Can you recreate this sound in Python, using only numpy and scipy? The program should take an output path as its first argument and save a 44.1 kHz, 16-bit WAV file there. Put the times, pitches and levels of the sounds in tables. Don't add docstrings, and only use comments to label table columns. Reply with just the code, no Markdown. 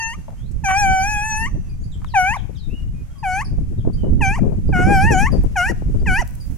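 import sys
import numpy as np
from scipy import signal
from scipy.fft import rfft, irfft, next_fast_len
from scipy.io import wavfile
from scipy.ndimage import uniform_filter1d, minimum_filter1d, map_coordinates

SR = 44100
rng = np.random.default_rng(int(sys.argv[2]) if len(sys.argv) > 2 else 0)


def output_pcm(signal):
    pcm = np.clip(np.atleast_2d(signal).T, -1, 1) * 32767
    wavfile.write(sys.argv[1], SR, np.round(pcm).astype(np.int16))


N = 289737
TIME = np.arange(N) / SR


def amp(db):
    return 10 ** (np.asarray(db) / 20)


def unit(x):
    return x / np.sqrt(np.mean(x ** 2) + 1e-20)


def along(points, hz):
    f, v = np.transpose(points)
    return np.interp(np.log(hz + 1), np.log(f + 1), v)


def curves(rows, t=TIME):
    s, *cols = np.transpose(rows)
    return [np.interp(t, s, c) for c in cols]


def glides(rows, t):
    s, *cols = np.transpose(rows)
    cols, step = np.array(cols), np.maximum(np.diff(s), 1 / SR)
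    chord = np.diff(cols) / step
    a, b = chord[:, :-1], chord[:, 1:]
    inner = 2 * np.maximum(a * b, 0) / (a + b + 1e-9)
    slope = np.c_[chord[:, 0], inner, chord[:, -1]]
    i = np.clip(np.searchsorted(s, t) - 1, 0, len(step) - 1)
    u = np.clip((t - s[i]) / step[i], 0, 1)
    bend = (1 - u) * (slope[:, i] - chord[:, i]) - u * (slope[:, i + 1] - chord[:, i])
    return cols[:, i] + step[i] * u * (chord[:, i] + (1 - u) * bend)


def wobble(rate, size=N):
    knots = rng.standard_normal(int(size * rate / SR) + 4)
    return map_coordinates(knots, [np.arange(size) * rate / SR], mode="nearest")


def filtered(x, response):
    m = next_fast_len(N + SR // 2)
    return irfft(rfft(x, m) * response(np.fft.rfftfreq(m, 1 / SR)), m)[..., :N]


def noise(spectrum):
    white = rng.standard_normal((2, N))
    return unit(filtered(white, lambda hz: amp(along(spectrum, hz))))


def sides(left_db):
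    pair = amp(np.array([[.5], [-.5]]) * left_db)
    return pair / np.sqrt(np.mean(pair ** 2, axis=0))


def gate(t, start, end, rise, fall):
    ramp = np.minimum((t - start) / rise, (end - t) / fall)
    return np.sin(np.pi / 2 * np.clip(ramp, 0, 1)) ** 2


def add(track, s, sound):
    part = track[..., max(round(s * SR), 0):][..., :sound.shape[-1]]
    part += sound[..., :part.shape[-1]]


SCOOP_OCTAVES, SCOOP_S = 0.33, 0.01
SWELL_DB, SWELL_S = 16.5, 0.0098
FLIP_S, SAG_WAIT_S = 0.0084, 0.0055
SHUT_S, SHUT_DB, SHUT_EDGE_DB = 0.011, 17.5, 3.5


def attack_and_release(age, past_flip, controls, flip_octaves, sag):
    pitch, level_db, open_db, edge_db = controls
    flipped = (1 + np.tanh(past_flip / FLIP_S)) / 2
    octaves = SCOOP_OCTAVES * np.exp(-age / SCOOP_S) + flip_octaves * flipped
    octaves = octaves - sag * np.maximum(past_flip - SAG_WAIT_S, 0)
    weak_db = SWELL_DB * np.exp(-age / SWELL_S)
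    shut = np.clip(past_flip / SHUT_S, 0, 1)
    open_db = open_db - weak_db - SHUT_DB * shut
    edge_db = edge_db - weak_db - SHUT_EDGE_DB * shut
    return pitch * 2 ** octaves, level_db - weak_db / 2, open_db, edge_db


# pitch_hz [Hz], level_db [dB]
THROAT = [(750, 0), (1550, -2), (2000, -4.5), (2500, -5), (3100, -23), (3700, -56.5), (4600, -32),
          (5250, -34.5), (6100, -30.5), (8000, -34.5), (9100, -51), (10400, -32.5), (12300, -49.5),
          (14500, -65)]
# start_s [s], length_s [s], half_pitch_db [dB], chaos [0-1]
BREAKS = [(0.682, 0.04, -10, 0.28), (0.706, 0.05, -12, 0.1), (4.755, 0.16, -24, 0.12),
          (5.608, 0.03, -28, 0.1)]
# time_s [s], level_db [dB]
HOARSE = [(0, -39), (1.5, -38), (2.2, -30), (4.3, -31), (5, -30.5), (5.6, -28), (6.2, -28)]
# time_s [s], left_share [0-1]
BEARING = [(0, 0.35), (2.3, 0.37), (3.3, 0.17), (4.7, 0.1), (6.2, 0.09)]
# pitch_hz [Hz], lead [radians]
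LEAD = [(0, 1.03), (2800, 3.7), (5800, 6.9), (9000, 4.2), (12300, 3.5)]
# pitch_hz [Hz], left_minus_right_db [dB]
LEFTWARD = [(800, 1.5), (1600, 3.5), (2600, 2.5), (4700, -4.5), (8000, 4), (11000, 13)]
RING_HZ, RING_HZ_PER_JAW_DB = 5890, 44
RING_CLEAN_DB = .5


def cry(t, start, flip, end, controls, flip_octaves, sag, jaw_db, air,
        ring_db=5, ring_width_hz=330, roar_db=-1, jitter=0.0022, shimmer_db=1.0, flicker_db=4.0, half_db=-42):
    pitch, level_db, open_db, edge_db = attack_and_release(t - start, t - flip, controls, flip_octaves, sag)
    spells = [(gate(t, s, s + length, 0.0022, 0.005), db, chaos) for s, length, db, chaos in BREAKS]
    half = amp(half_db) + sum(on * amp(db) for on, db, _ in spells)
    chaos = sum(on * share for on, _, share in spells)
    pitch = pitch * (1 + jitter * wobble(260, len(t)) + 0.0395 * chaos * wobble(650, len(t)))
    phase = 2 * np.pi * np.cumsum(pitch) / SR
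    hoarse_db = curves(HOARSE, t)[0]
    fray = 6.5 * amp(hoarse_db)
    ports = np.array([[.5], [-.5]]) * curves(BEARING, t)[0]
    firm = gate(t, start, end, .016, .012)
    ringing_db = ring_db + RING_CLEAN_DB * (HOARSE[-1][1] - hoarse_db)
    ringing_hz = RING_HZ + RING_HZ_PER_JAW_DB * jaw_db
    voice = np.zeros((2, len(t)))
    for k in (np.arange(2, 37) / 2).tolist():
        hz = k * pitch
        edge = np.clip((k - 3) / 2, 0, 1)
        db = along(THROAT, hz) + level_db
        db = db + min(k - 1, 1) * (open_db - level_db) + edge * (edge_db - open_db)
        db = db + (shimmer_db + edge * flicker_db) * wobble(29.45, len(t))
        db = db + jaw_db * ((k == 3) - (k == 2)) / 2
        db = db + ringing_db * np.exp(-((hz - ringing_hz) / ring_width_hz) ** 2)
        gain = amp(db) * firm ** edge
        if k % 1:
            gain = gain * half * (1 + (0.24 + chaos) * wobble(279, len(t)))
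        turn = k * phase + edge * fray * wobble(450, len(t))
        lead = ports * np.interp(hz, *np.transpose(LEAD))
        voice -= gain * sides(along(LEFTWARD, hz)) * np.cos(turn + lead)
    puffs, roar = air[..., round(t[0] * SR):][..., :len(t)] * (1 + .5 * np.cos(phase))
    voice += puffs * firm * amp(-2.5 + 0.76 * edge_db + hoarse_db)
    voice += roar * chaos * amp(open_db + roar_db)
    return voice * gate(t, start, end, .008, .004)


PUSH_DB, PUSH_AT_S, PUSH_WIDTH_S = 2.5, 0.062, 0.021


def yelp(row, air):
    (start, dip_s, flip_s, release_s, dip_hz, top_hz, flip_octaves, sag,
     level_db, drift_db, open_db, open_drift_db, edge_db, jaw_db) = row
    flip, end = start + flip_s, start + flip_s + release_s
    t = np.arange(max(start, 0), end, 1 / SR)
    climb = (np.minimum(t - start, flip_s) - dip_s) / (flip_s - dip_s)
    push_db = PUSH_DB * np.exp(-((t - start - PUSH_AT_S) / PUSH_WIDTH_S) ** 2)
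    pitch = dip_hz * (top_hz / dip_hz) ** (climb ** 2)
    controls = (pitch, level_db + drift_db * climb + push_db,
                open_db + open_drift_db * climb, edge_db + open_drift_db * climb)
    return cry(t, start, flip, end, controls, flip_octaves, sag, jaw_db, air)


BAY_FLIP_OCTAVES, BAY_RELEASE_S = 0.316, 0.023


def bay(rows, jaw_db, air):
    start, flip = rows[0][0], rows[-1][0]
    end = flip + BAY_RELEASE_S
    t = np.arange(start, end, 1 / SR)
    return cry(t, start, flip, end, glides(rows, t), BAY_FLIP_OCTAVES, 0, jaw_db, air)


# start_s [s], dip_after_s [s], flip_after_s [s], release_s [s], dip_hz [Hz],
# top_hz before the flip [Hz], flip_octaves [octaves], sag [octaves per s],
# fundamental_db at the dip [dB], its change from dip to flip [dB], overtones_db at the dip [dB],
# change of overtones and edge from dip to flip [dB], shrill_edge_db at the dip [dB],
# jaw_db, third harmonic over second [dB]
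YELPS = [(-0.08, 0.13, 0.22, 0.018, 900, 945, 0.42, 6, -33, -3.5, -22.5, -4, -18, 8),
         (2.136, 0.085, 0.21, 0.029, 731, 1006, 0.29, 35.5, -19, -7, -18.5, -2.5, -17.5, 2),
         (3.226, 0.082, 0.19, 0.02, 736, 900, 0.36, 0, -23, -3, -26, 3, -22.5, 2.5),
         (4.204, 0.067, 0.16, 0.035, 770.7, 998, 0.31, 38, -24.5, -6, -21, -5, -19, 6),
         (5.554, 0.048, 0.15, 0.021, 706, 1041, -0.24, 35, -23.5, -9.5, -20.5, -3.5, -15, -6),
         (6.055, 0.066, 0.15, 0.026, 737, 1065, -0.2, 30, -29, 3.5, -19, 1, -18.5, -1)]
# time_s [s], pitch_hz [Hz], fundamental_db, overtones_db, shrill_edge_db [dB]
FIRST_BAY = [(0.635, 779, -21.5, -21, -7.5), (0.73, 758.6, -17.5, -22, -18),
             (0.797, 830.3, -18.5, -21.0, -6.5), (0.874, 767.5, -17, -20.5, -16.5),
             (1, 759, -18.5, -24, -16), (1.11, 848.6, -24.5, -22, -13), (1.19, 826.7, -24.5, -24, -15),
             (1.28, 875.4, -28.5, -22.5, -14.5), (1.34, 856, -26, -23.5, -12.5),
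             (1.465, 929, -31, -20, -20.5)]
SECOND_BAY = [(4.722, 729, -23, -21, -31), (4.79, 719, -25.5, -22, -24), (4.85, 745, -20, -23, -21.5),
              (4.914, 811.6, -16, -20, -13.5), (4.99, 758.6, -18, -22.5, -17),
              (5.05, 846, -21.5, -21.5, -16), (5.094, 931, -22, -18, -21), (5.123, 839, -21, -19.5, -10),
              (5.16, 741, -13, -23, -18.5), (5.213, 801, -23, -22.5, -11.5), (5.27, 918, -22.5, -18, -23.5)]
FIRST_JAW_DB, SECOND_JAW_DB = 1, -3
# pitch_hz [Hz], level_db [dB]
RASP = [(600, -73), (900, -14), (1250, 4), (2000, 8.5), (2900, -14), (3400, -31), (4100, -7), (4700, -7),
        (6500, 0.5), (9100, -7.5), (10400, 0.5), (14000, -23)]
# pitch_hz [Hz], level_db [dB]
ROAR = [(500, -28), (800, -22), (1250, 0), (1700, -2), (2600, -11), (3400, -20), (4500, -37), (7000, -13),
        (12000, -37)]


def hound():
    track, air = np.zeros((2, N)), np.array([noise(RASP), noise(ROAR)])
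    for row in YELPS:
        add(track, row[0], yelp(row, air))
    for rows, jaw_db in (FIRST_BAY, FIRST_JAW_DB), (SECOND_BAY, SECOND_JAW_DB):
        add(track, rows[0][0], bay(rows, jaw_db, air))
    return track * amp(2.5)


# pitch_hz [Hz], t60_s, time to fall 60 dB [s]
TREES = [(500, 0.62), (2000, 0.45), (5000, 1), (12000, 0.073)]


def trees(x, far_db, near_t60=0.041):
    hz, t, z = signal.stft(rng.standard_normal((2, SR)), SR, nperseg=256)
    far = amp(far_db - 60 * t / along(TREES, hz)[:, None])
    near = amp(-60 * t / near_t60)
    onset = 1 - np.exp(-t / 0.00067)
    tail = signal.istft(z * (far + near) * onset, SR, nperseg=256)[1]
    return signal.fftconvolve(x, tail / np.linalg.norm(tail[0]), axes=1)[:, :N]


# time_s [s], strength_db [dB], left_minus_right_db before each layer's lean [dB]
WIND = [(0.0, -33, 3), (0.55, -30.5, -1), (0.82, -24.0, 12), (1.15, -27.5, -4), (1.4, -28.5, 7.5),
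        (1.55, -24, 6), (2.05, -31, 9), (2.5, -27, 25.5), (2.9, -25.5, 15.5), (3.17, -36.5, 8.5),
        (3.55, -21.5, 6.5), (4.0, -21.0, 6.5), (4.24, -14.5, -11.5), (4.42, -19.0, 15), (4.62, -18.5, 1.5),
        (4.88, -13.5, -2), (5.35, -16.5, 11), (5.6, -28, 2.5), (6.0, -16, 10.5), (6.2, -23.5, -3),
        (6.35, -31, 6), (6.57, -26, -14)]
# start_s [s], level_db before thump and pop gains [dB], length_s to half level [s],
# left_minus_right_db [dB]
EDDIES = [(1.549, -39.5, 0.031, 13), (2.49, -38.5, 0.018, 34), (3.583, -35.5, 0.011, 17),
          (3.848, -29, 0.022, 28), (3.873, -26.5, 0.016, 25), (3.897, -27.5, 0.0082, 25),
          (4.033, -30, 0.051, 10), (4.123, -37.5, 0.012, 13), (4.202, -36.5, 0.048, -11),
          (4.432, -28.5, 0.069, 29), (4.52, -34.5, 0.027, 33), (4.69, -24, 0.015, 33), (4.789, -25, .03, 3),
          (4.867, -18.5, 0.055, 13), (5.104, -23, 0.047, 23.5), (5.327, -23, 0.036, 22),
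          (5.438, -28, 0.016, 29), (5.695, -26, 0.022, 38), (5.82, -29, 0.0079, 26),
          (5.943, -31, 0.017, 18), (6.015, -34.5, 0.022, 21)]
# pitch_hz [Hz], level_db [dB per Hz]
RUMBLE = [(12, -7), (25, -3), (50, -4.5), (100, -8), (160, -13.5), (250, -28.5), (500, -57), (1000, -103)]
FLUTTER = [(90, -25), (170, 0), (250, -5), (400, -15.5), (600, -28), (1000, -47), (2500, -74)]
EDDY = [(80, -41), (200, 1), (400, 1), (650, -11), (1100, -27.5), (2000, -47.5), (5000, -66)]
RUMBLE_DB = 2.5
FLUTTER_DB, FLUTTER_GROWS = -32, 1.57
BREEZE_DB = -22


def wind(lump_db=3.0, flutter_lump_db=6.5, thump_db=4):
    strength_db, left_db = curves(WIND)
    lumps = np.array([wobble(45) + 0.23 * wobble(12), wobble(45) + 0.47 * wobble(9.1)])
    rumble = unit(noise(RUMBLE) * amp(lump_db * lumps))
    rumble = amp(strength_db + RUMBLE_DB) * sides(0.77 * left_db - 5.0) * rumble
    flutter_db = FLUTTER_DB + FLUTTER_GROWS * (strength_db - BREEZE_DB)
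    flutter = unit(noise(FLUTTER) * amp(flutter_lump_db * np.minimum(lumps, 2.3)))
    flutter = amp(flutter_db) * sides(left_db + 4) * flutter
    bursts = np.zeros((2, N))
    for s, db, length, left in EDDIES:
        bursts += amp(db) * sides(left) * gate(TIME, s, s + 2 * length, 0.0016, 2 * length)
    pops = unit(noise(EDDY) * amp(1.5 * np.tanh(wobble(160))))
    return rumble + flutter + bursts * (amp(5.5) * pops + amp(thump_db) * noise(FLUTTER))


# time_s [s], level_db before its flutter [dB]
GRASS = [(0, -56), (.5, -57.5), (1.6, -57), (2.9, -57.5), (4.5, -57.5), (5.4, -52), (5.9, -55), (6.57, -54)]
# pitch_hz [Hz], level_db [dB per Hz]
MEADOW = [(300, -36), (500, 0.5), (1000, -6), (2500, -10), (4000, -18), (6400, -13), (9000, -16.5),
          (12500, -18), (15500, -36)]
# pitch_hz [Hz], level_db [dB per Hz]
SWISH = [(1000, -49), (6000, -6.5), (11000, -5), (15500, -8)]


def grass():
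    swish = gate(TIME, 6.24, 7, 0.01, .1) * amp(-55 + 1.9 * wobble(60)) * noise(SWISH)
    return amp(curves(GRASS)[0] + wobble(20)) * noise(MEADOW) + swish


# start_s [s], level_db before a 5 dB cut [dB],
# centre_hz [Hz], t60_s, time to fall 60 dB [s]
SNAPS = [(.282, -25.5, 616, 0.061), (0.305, -36, 655, 0.071), (.325, -37, 630, 0.076),
         (0.514, -44, 7140, 0.041), (2.018, -37, 973, 0.045), (2.046, -21.5, 1200, 0.016),
         (5.436, -37, 10600, 0.018), (6.277, -21.5, 11080, 0.00099), (6.31, -34, 10550, 0.0039),
         (6.353, -36, 9800, 0.019)]


def stalks():
    track, t = np.zeros((2, N)), np.arange(SR // 10) / SR
    hz = np.fft.rfftfreq(len(t), 1 / SR) + 1
    for s, db, centre, t60 in SNAPS:
        colour = 1 / (1 + 2 * np.log2(hz / centre) ** 2) ** 2
        mid, side = irfft(rfft(rng.standard_normal((2, len(t)))) * colour, len(t))
        burst = unit(np.array([mid + 1.3 * side, mid - 0.13 * side]))
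        add(track, s, amp(db - 5 - 60 * t / t60) * burst)
    return track


def whistle(contour, octave_db=-28):
    t = np.arange(0, contour[-1][0], 1 / SR)
    pitch = glides(contour, t)[0] * (1 + 0.0085 * wobble(400, len(t)))
    phase = 2 * np.pi * np.cumsum(pitch) / SR
    tone = np.sin(phase) + amp(octave_db) * np.sin(2 * phase)
    return gate(t / t[-1], 0, 0.82, 0.16, 0.089) * tone


# time_s into the call [s], pitch_hz [Hz]
SLUR = [(0, 4000), (.016, 3480), (.042, 2750)]
SWEEP = [(0, 8000), (.02, 5120), (.06, 3850), (.15, 3570)]
# start_s [s], level_db before the mix [dB]
SLURS = [(1.915, -47), (2.057, -49), (2.363, -43.5), (2.548, -48.5), (3.78, -53.5)]
SWEEPS = [(2.069, -49.5), (2.553, -49.5)]
# start_s [s], level_db before the mix [dB], glide [octaves]
PIPS = [(1.691, -51.5, 0.14), (1.834, -50, 0.18), (3.181, -49, -0.058), (3.444, -38.5, -0.38),
        (3.93, -46, 0.14), (4.677, -52.5, -0.11), (5.316, -37, -0.12), (5.992, -54, .03),
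        (6.402, -42.5, -.08)]
PIP_S, PIP_HZ, PIP_OCTAVE_DB = 0.0195, 4770, -9.5
# start_s [s], contour_s [s], start_hz, middle_hz, end_hz [Hz], level_db before the mix [dB]
NOTES = [(0.358, 0.16, 2950, 3610, 5200, -59), (1.629, 0.15, 2750, 2490, 2314, -61),
         (1.793, 0.07, 5900, 7000, 5260, -58), (1.91, 0.061, 6600, 7700, 7140, -55),
         (2.684, .16, 2490, 2888, 2830, -44.5), (2.93, 0.13, 2450, 2480, 2400, -61),
         (3.095, 0.058, 1335, 1400, 1370, -55), (3.147, 0.083, 1164, 1096, 1090, -52),
         (3.098, .085, 3240, 3250, 3100, -60), (3.971, 0.11, 3180, 2990, 2880, -52)]


def birds():
    track = np.zeros(N)
    for contour, calls in (SLUR, SLURS), (SWEEP, SWEEPS):
        for s, db in calls:
            add(track, s, amp(db) * whistle(contour))
    for s, db, glide in PIPS:
        contour = [(0, PIP_HZ * 2 ** (-glide / 2)), (PIP_S, PIP_HZ * 2 ** (glide / 2))]
        add(track, s, amp(db) * whistle(contour, PIP_OCTAVE_DB))
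    for s, length, first, middle, last, db in NOTES:
        contour = [(0, first), (length / 2, middle), (length, last)]
        add(track, s, amp(db) * whistle(contour))
    return np.array([track, track])


def scene():
    dog, song = hound(), birds()
    dog = dog + amp(-12) * trees(dog, far_db=-21.5)
    song = amp(-2) * song + amp(1) * trees(song, far_db=-22, near_t60=.2)
    return dog + amp(-3.0) * song + stalks() + grass() + wind()


TOP_HZ = 15850


def record(dry):
    needed = np.minimum(1, .88 / (np.abs(dry).max(axis=0) + 1e-9))
    gain = uniform_filter1d(minimum_filter1d(needed, size=900), size=800)
    return filtered(dry * gain, lambda hz: hz < TOP_HZ)


dry = scene()
out = record(dry)
output_pcm(out)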